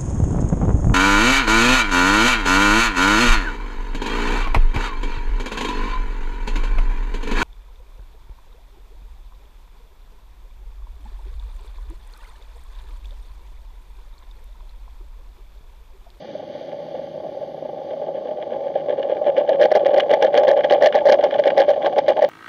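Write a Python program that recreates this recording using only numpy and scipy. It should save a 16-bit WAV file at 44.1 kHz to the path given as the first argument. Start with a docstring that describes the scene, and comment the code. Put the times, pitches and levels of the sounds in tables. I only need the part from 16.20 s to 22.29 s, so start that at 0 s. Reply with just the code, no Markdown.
"""Inside a car in a wash tunnel. Machinery rumbles and drones and fine spray hisses from the start, while a
spinning nozzle flings light drops and slugs of water on the windscreen, about eight turns a second.
Heavy slugs and sharp treble ticks join in after half a second; the blows swell as the car creeps under the jet.
In the later half the glass drums hard enough to overload a small microphone mounted on it, and it crackles.
Towards the end the blows ring brighter and ease a little. Bursts of random impacts ring the glass."""
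import sys
import numpy as np
from scipy import signal
from scipy.fft import rfft, irfft, next_fast_len
from scipy.io import wavfile
from scipy.ndimage import map_coordinates

SR = 44100
rng = np.random.default_rng(int(sys.argv[2]) if len(sys.argv) > 2 else 0)


def persist_wave(psi):
    """Save psi, clipped to +-1, as 16-bit WAV."""
    counts = np.round(np.clip(psi, -1, 1) * 32767).astype(np.int16)
    wavfile.write(sys.argv[1], SR, np.atleast_2d(counts).T)


N = 268569

# pumps and brushes heard through the body: (frequency [Hz], level [dB])
RUMBLE_SPECTRUM = [(10, -21.5), (30, -1), (60, -1.5), (90, 1), (130, -3), (190, -0.5), (250, 0.5),
                   (350, -1.5), (500, -16), (1000, -56)]
# a body panel droning with the pumps: (frequency [Hz], level [dB])
DRONE_SPECTRUM = [(90, -46), (140, -8.5), (158, 3.5), (175, -15), (260, -54)]
# the course of the machinery: (time [s], rumble rms [dB], drone rms [dB])
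MACHINERY_LEVELS = [(0, -37.5, -44), (1.2, -37.5, -40), (2.1, -39, -44.5), (4.4, -36.5, -45),
                    (5, -35, -44.5), (6.09, -34.5, -49.5)]
# the wash between slugs, before its small flutter: (time [s], drumming rms [dB], spray hiss rms [dB])
WASH_LEVELS = [(0, -35.5, -46.5), (1.3, -32.5, -52.5), (2, -30, -54), (3.1, -23.5, -55), (4.4, -21.5, -53),
               (5.1, -22, -51), (6.09, -27, -51)]
# fine spray heard through the glass: (frequency [Hz], level [dB])
HISS_SPECTRUM = [(300, -4.5), (1050, 3), (1700, 3), (2200, 4), (2800, 5.5), (3300, 5.5), (3700, -1),
                 (4150, -8), (4600, -2.5), (5400, -19), (6200, -8.5), (7200, -31.5), (9000, -44.5),
                 (11300, -38.5)]
# the windscreen and microphone mount under a soft blow: (frequency [Hz], level [dB])
GLASS_SPECTRUM = [(40, -52.5), (150, -30.5), (250, -25), (370, -12.5), (460, -10.5), (525, 0), (570, 5),
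                  (625, 2), (690, -10.5), (780, -5), (840, -5.5), (920, -18.5), (1200, -26), (2200, -70.5)]
# small drops on the glass: (frequency [Hz], level [dB])
SPATTER_SPECTRUM = [(100, -37), (500, -16.5), (1000, -1.5), (1480, -0.5), (1680, 6), (1900, -1), (2400, 4),
                    (2850, 3), (3250, 2.5), (3700, -11.5), (5000, -28), (6300, -32), (8000, -53),
                    (12000, -73.5)]
# the jet as the car creeps under it, levels while it faces the glass, before scatter and the ticks' trim:
# (time [s], light slug drumming peak [dB], small drop level [dB], share of the full swing [0-1])
JET_COURSE = [(0, -28, -50.5, 0.1), (1.5, -21, -50.5, 0.21), (2.099, -15.5, -41.5, 0.7),
              (2.9, -12.5, -33.5, .7), (3.6, -7.5, -30, 0.6), (4.599, -7, -23.5, 0.8),
              (5.3, -8, -22.5, .95), (6.09, -12, -26, .95)]
# sharp treble ticks: single drops, and crackles where the loudest blows overload; levels before the ticks' trim:
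# (time [s], level [dB])
SHARP_TICKS = [(0.517, -36), (1.705, -35), (2.2253, -29.5), (2.828, -28.5), (3.167, -22.5), (3.43, -14.5),
               (3.7985, -8), (4.0236, -11.5), (4.1739, -10), (4.4438, -16), (4.4983, -15.5), (4.661, -11.5),
               (4.7249, -17), (4.9231, -10.5), (5.1092, -21.5), (5.238, -18.5), (5.3038, -16),
               (5.6602, -16.5), (5.7826, -18.5)]
# the heaviest slugs: (time [s], length [s], drumming peak before overload [dB])
HEAVY_SLUGS = [(0.52, .026, -22), (0.747, 0.054, -18.5), (1.033, 0.023, -20.5), (1.838, .011, -20.5),
               (1.881, 0.0039, -15), (1.95, .03, -17), (2.331, 0.017, -15), (2.555, .03, -11.5),
               (2.683, .048, -10), (2.778, .025, -13), (2.895, .04, -10), (3.062, .04, -8.5),
               (3.17, .028, -3.5), (3.289, .011, -1.5), (3.315, 0.02, -7), (3.395, .011, -7),
               (3.411, .048, -.5), (3.514, 0.0049, -1), (3.55, 0.029, -1), (3.656, .011, .5),
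               (3.733, .016, -2.5), (3.768, .016, -.5), (3.905, .045, -0.5), (4.021, .025, -1.5),
               (4.141, .055, -0.5), (4.232, .025, -4), (4.278, .036, 1), (4.364, 0.027, -5.5),
               (4.443, 0.012, -5.5), (4.507, 0.034, 0), (4.612, .031, 0.5), (4.656, .014, 2),
               (4.744, 0.033, -1), (4.853, .02, -2.5), (4.886, 0.014, 0.5), (4.914, 0.025, -0.5),
               (4.988, 0.01, -6.5), (5.035, .024, -1.5), (5.187, 0.014, -2.5), (5.255, .035, -3),
               (5.373, .052, 0), (5.48, .035, -3.5), (5.644, .038, -4.5), (5.783, 0.0067, -1.5),
               (5.88, .04, -1), (5.966, .03, -5), (6.019, .027, -2)]
# blows are round through thick foam and harder once the jet has cleared it: (time [s], tilt [dB per octave])
FOAM_TILT = [(0, -1.5), (2, -3), (3.4, -3), (4.4, 0), (5.3, 1.5), (6.09, 2)]
# the microphone, thin in the bass and bright on top: (frequency [Hz], level [dB])
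MICROPHONE_RESPONSE = [(25, -26.5), (60, -22), (120, -12.5), (250, -5), (450, -0.5), (3000, -1),
                       (5000, 2.5), (6300, 0), (7200, -4), (9000, -1.5), (11400, 5.5), (11900, -2),
                       (12400, -13), (13000, -25.5)]
# dead spots of the microphone's cavity: (centre [Hz], width [Hz], depth [0-1])
CAVITY_NOTCHES = [(674, 35, 0.44), (952, 204, 1), (1298, 249, .95), (2600, 747, 0.98), (7820, 2600, .9),
                  (9980, 4900, .92)]

# the nozzle: turns a second, and one moment [s] at which it points straight at the windscreen
TURNS_PER_S, FACING_S = 8.15, 3.187
# full weakening while the nozzle points away, and random scatter either way
SLUG_SWING_DB, DROP_SWING_DB = 13.5, 23.5
SLUG_SCATTER_DB, DROP_SCATTER_DB = 3, 5.5
TICK_TRIM_DB = -9
LIGHT_LENGTH_S = .011  # middle length of a light slug
# spatter of a slug that drums at 0 dB, and dB of spatter gained per dB of drumming
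SPLASH_DB, SPLASH_GROWS = -29, 1.325
OVERLOAD_TOP, TOP_HZ = 0.6, 13000  # clipping level (full scale is 1) and upper band limit


def amp(db):
    """Turn decibels into gain."""
    return 10 ** (np.asarray(db) / 20)


def unit(x):
    """Scale a sound to rms 1."""
    return x / np.sqrt(np.mean(x ** 2) + 1e-20)


def gain(points, hz):
    """Read a gain off a spectrum whose points are joined on a log frequency axis."""
    f, db = np.transpose(points)
    return amp(np.interp(np.log(hz + 1), np.log(f + 1), db))


def curves(rows):
    """Draw one value per sample for each column after the time."""
    s, *columns = np.transpose(rows)
    return [np.interp(np.arange(N) / SR, s, column) for column in columns]


def wobble(rate):
    """Draw a smooth random curve with rate knots a second."""
    knots = rng.standard_normal(int(N * rate / SR) + 4)
    return map_coordinates(knots, [np.arange(N) * rate / SR])


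def filtered(x, response):
    """Filter a sound with a complex response of frequency."""
    m = next_fast_len(N + SR // 2)
    hz = np.fft.rfftfreq(m, 1 / SR)
    return irfft(rfft(x, m) * response(hz), m)[:N]


def ring(points, tilt_db=0, size=2048):
    """Make a struck body's minimum-phase ring from its spectrum, tilted by dB per octave; energy 1."""
    hz = np.fft.rfftfreq(size, 1 / SR)
    tilt = amp(tilt_db * np.log2(np.maximum(hz, hz[1])))
    cepstrum = irfft(np.log(gain(points, hz) * tilt))
    # folding the cepstrum forward puts the whole ring after the blow
    cepstrum[1:size // 2] *= 2
    cepstrum[size // 2 + 1:] = 0
    h = irfft(np.exp(rfft(cepstrum)))
    return h / np.linalg.norm(h)


def patter(rate, spread_db):
    """Scatter random impacts of either sign and varied size, about rate a second."""
    lands = rng.random(N) < rate / SR
    return lands * rng.choice([-1, 1], N) * amp(spread_db * rng.standard_normal(N))


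def add(track, s, sound):
    """Mix a sound into the track from time s."""
    part = track[max(round(s * SR), 0):][:len(sound)]
    part += sound[:len(part)]


def burst(impacts, s, length, body, lead, fade_db):
    """Ring a body with a first blow and a fading run of impacts; its energy is that of rms 1 over the length."""
    n = max(round(length * SR), 64)
    force = np.take(impacts, round(s * SR) + np.arange(n), mode="wrap")
    force = force * amp(-fade_db * np.linspace(0, 1, n))
    force[0] += lead * np.linalg.norm(force) + 1e-6
    sound = signal.fftconvolve(force, body)
    return sound * np.sqrt(n / np.sum(sound ** 2))


def machinery():
    """Pumps and brushes rumble through the body and a panel drones: two bands of shaped noise."""
    rumble_db, drone_db = curves(MACHINERY_LEVELS)
    rumble = unit(filtered(rng.standard_normal(N), lambda hz: gain(RUMBLE_SPECTRUM, hz)))
    drone = unit(filtered(rng.standard_normal(N), lambda hz: gain(DRONE_SPECTRUM, hz)))
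    return amp(rumble_db) * rumble + amp(drone_db) * drone


def wash():
    """Sheeting water drums unevenly on the glass as sparse impacts, and mist hisses over it as dense ones."""
    drum_db, hiss_db = curves(WASH_LEVELS)
    drum = unit(signal.fftconvolve(patter(rate=700, spread_db=4), ring(GLASS_SPECTRUM))[:N])
    hiss = unit(signal.fftconvolve(patter(rate=6000, spread_db=2.0), ring(HISS_SPECTRUM))[:N])
    drum_gain = amp(drum_db + 0.34 * wobble(25))
    hiss_gain = amp(hiss_db + 0.88 * wobble(12))
    return drum_gain * drum + hiss_gain * hiss


def flung(facing_db, swing_db, scatter_db, count):
    """Fling count pieces of water a turn, unevenly spaced and hardest as the nozzle faces the glass: times, dB."""
    place, size = rng.uniform(-1, 1, (2, 56 * count))  # 56 turns outlast the scene
    s = (np.arange(len(place)) + .5 + .5 * place) / (count * TURNS_PER_S)
    # 0 facing the glass, -1 or 1 pointing away
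    away = 2 * (((s - FACING_S) * TURNS_PER_S + .5) % 1) - 1
    times, *_, share = np.transpose(JET_COURSE)
    swing = swing_db * np.interp(s, times, share) * away ** 2
    return s, np.interp(s, times, facing_db) - swing + scatter_db * size


def ticks():
    """Small drops of every turn and the sharp ticks: each a first blow and quickly fading fragments in the treble."""
    out, skin = np.zeros(N), ring(SPATTER_SPECTRUM)
    fragments = patter(rate=3500, spread_db=5.5)
    drop_db = np.transpose(JET_COURSE)[2]
    small_drops = zip(*flung(drop_db, DROP_SWING_DB, DROP_SCATTER_DB, count=6))
    for s, db in [*small_drops, *SHARP_TICKS]:
        tick = burst(fragments, s, 0.015, skin, lead=0.35, fade_db=25)
        add(out, s, amp(db + TICK_TRIM_DB) * tick)
    return out


def all_slugs():
    """Join the light slugs of every turn with the heavy ones: time [s], length [s], drumming peak [dB]."""
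    slug_db = np.transpose(JET_COURSE)[1]
    s, db = flung(slug_db, SLUG_SWING_DB, SLUG_SCATTER_DB, count=4)
    length = LIGHT_LENGTH_S * np.exp(rng.uniform(-.6, .6, len(s)))
    return np.vstack([np.column_stack([s, length, db]), HEAVY_SLUGS])


def slugs():
    """Each slug's run of impacts drums the glass while its droplets spatter around it, more so when harder."""
    out, skin = np.zeros(N), ring(SPATTER_SPECTRUM)
    heavy = patter(rate=800, spread_db=3)
    fine, stray = patter(rate=1300, spread_db=7.5), patter(rate=510, spread_db=9.0)
    landings = all_slugs()
    for (s, length, drum_db), spot in zip(landings, rng.standard_normal(len(landings))):
        # every spot of the windscreen rings at a slightly different pitch
        spot_spectrum = np.array(GLASS_SPECTRUM) * [np.exp(.018 * spot), 1]
        glass = ring(spot_spectrum, tilt_db=np.interp(s, *np.transpose(FOAM_TILT)))
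        thud = burst(heavy, s, length, glass, lead=0.53, fade_db=1.0)
        # the drumming follows the first spatter by about 1.5 ms
        add(out, s + 0.001494, amp(drum_db) * thud / np.abs(thud).max())
        spatter_db = SPLASH_DB + SPLASH_GROWS * drum_db
        spatter = burst(fine, s, length + 0.0035, skin, lead=0.15, fade_db=7.5)
        add(out, s, amp(spatter_db) * spatter)
        # a thin cloud of stray droplets arrives before the mass of water and trails after it
        cloud = burst(stray, s, length + 0.033, skin, lead=0, fade_db=9.0)
        add(out, s - .009, amp(spatter_db - 11.5) * cloud)
    return out


def scene():
    """Mix machinery, wash, ticks and slugs into one channel."""
    return (machinery() + wash() + ticks() + slugs())[None]


def overload(x, top):
    """Cut the loudest swings flat, which crackles."""
    return np.clip(x, -top, top)


def microphone(hz):
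    """Colour the sound with an uneven response, cavity dead spots that cancel narrow bands, and a band limit."""
    response = gain(MICROPHONE_RESPONSE, hz) * (hz < TOP_HZ)
    for centre, width, depth in CAVITY_NOTCHES:
        damping = 1j * hz * width
        response = response * (1 - depth * damping / (centre ** 2 - hz ** 2 + damping))
    return response


def record(dry):
    """Let the hardest blows overload, then apply the microphone's response, which colours the crackle too."""
    return filtered(overload(dry[0], OVERLOAD_TOP), microphone)[None]


dry = scene()
out = record(dry)
persist_wave(out)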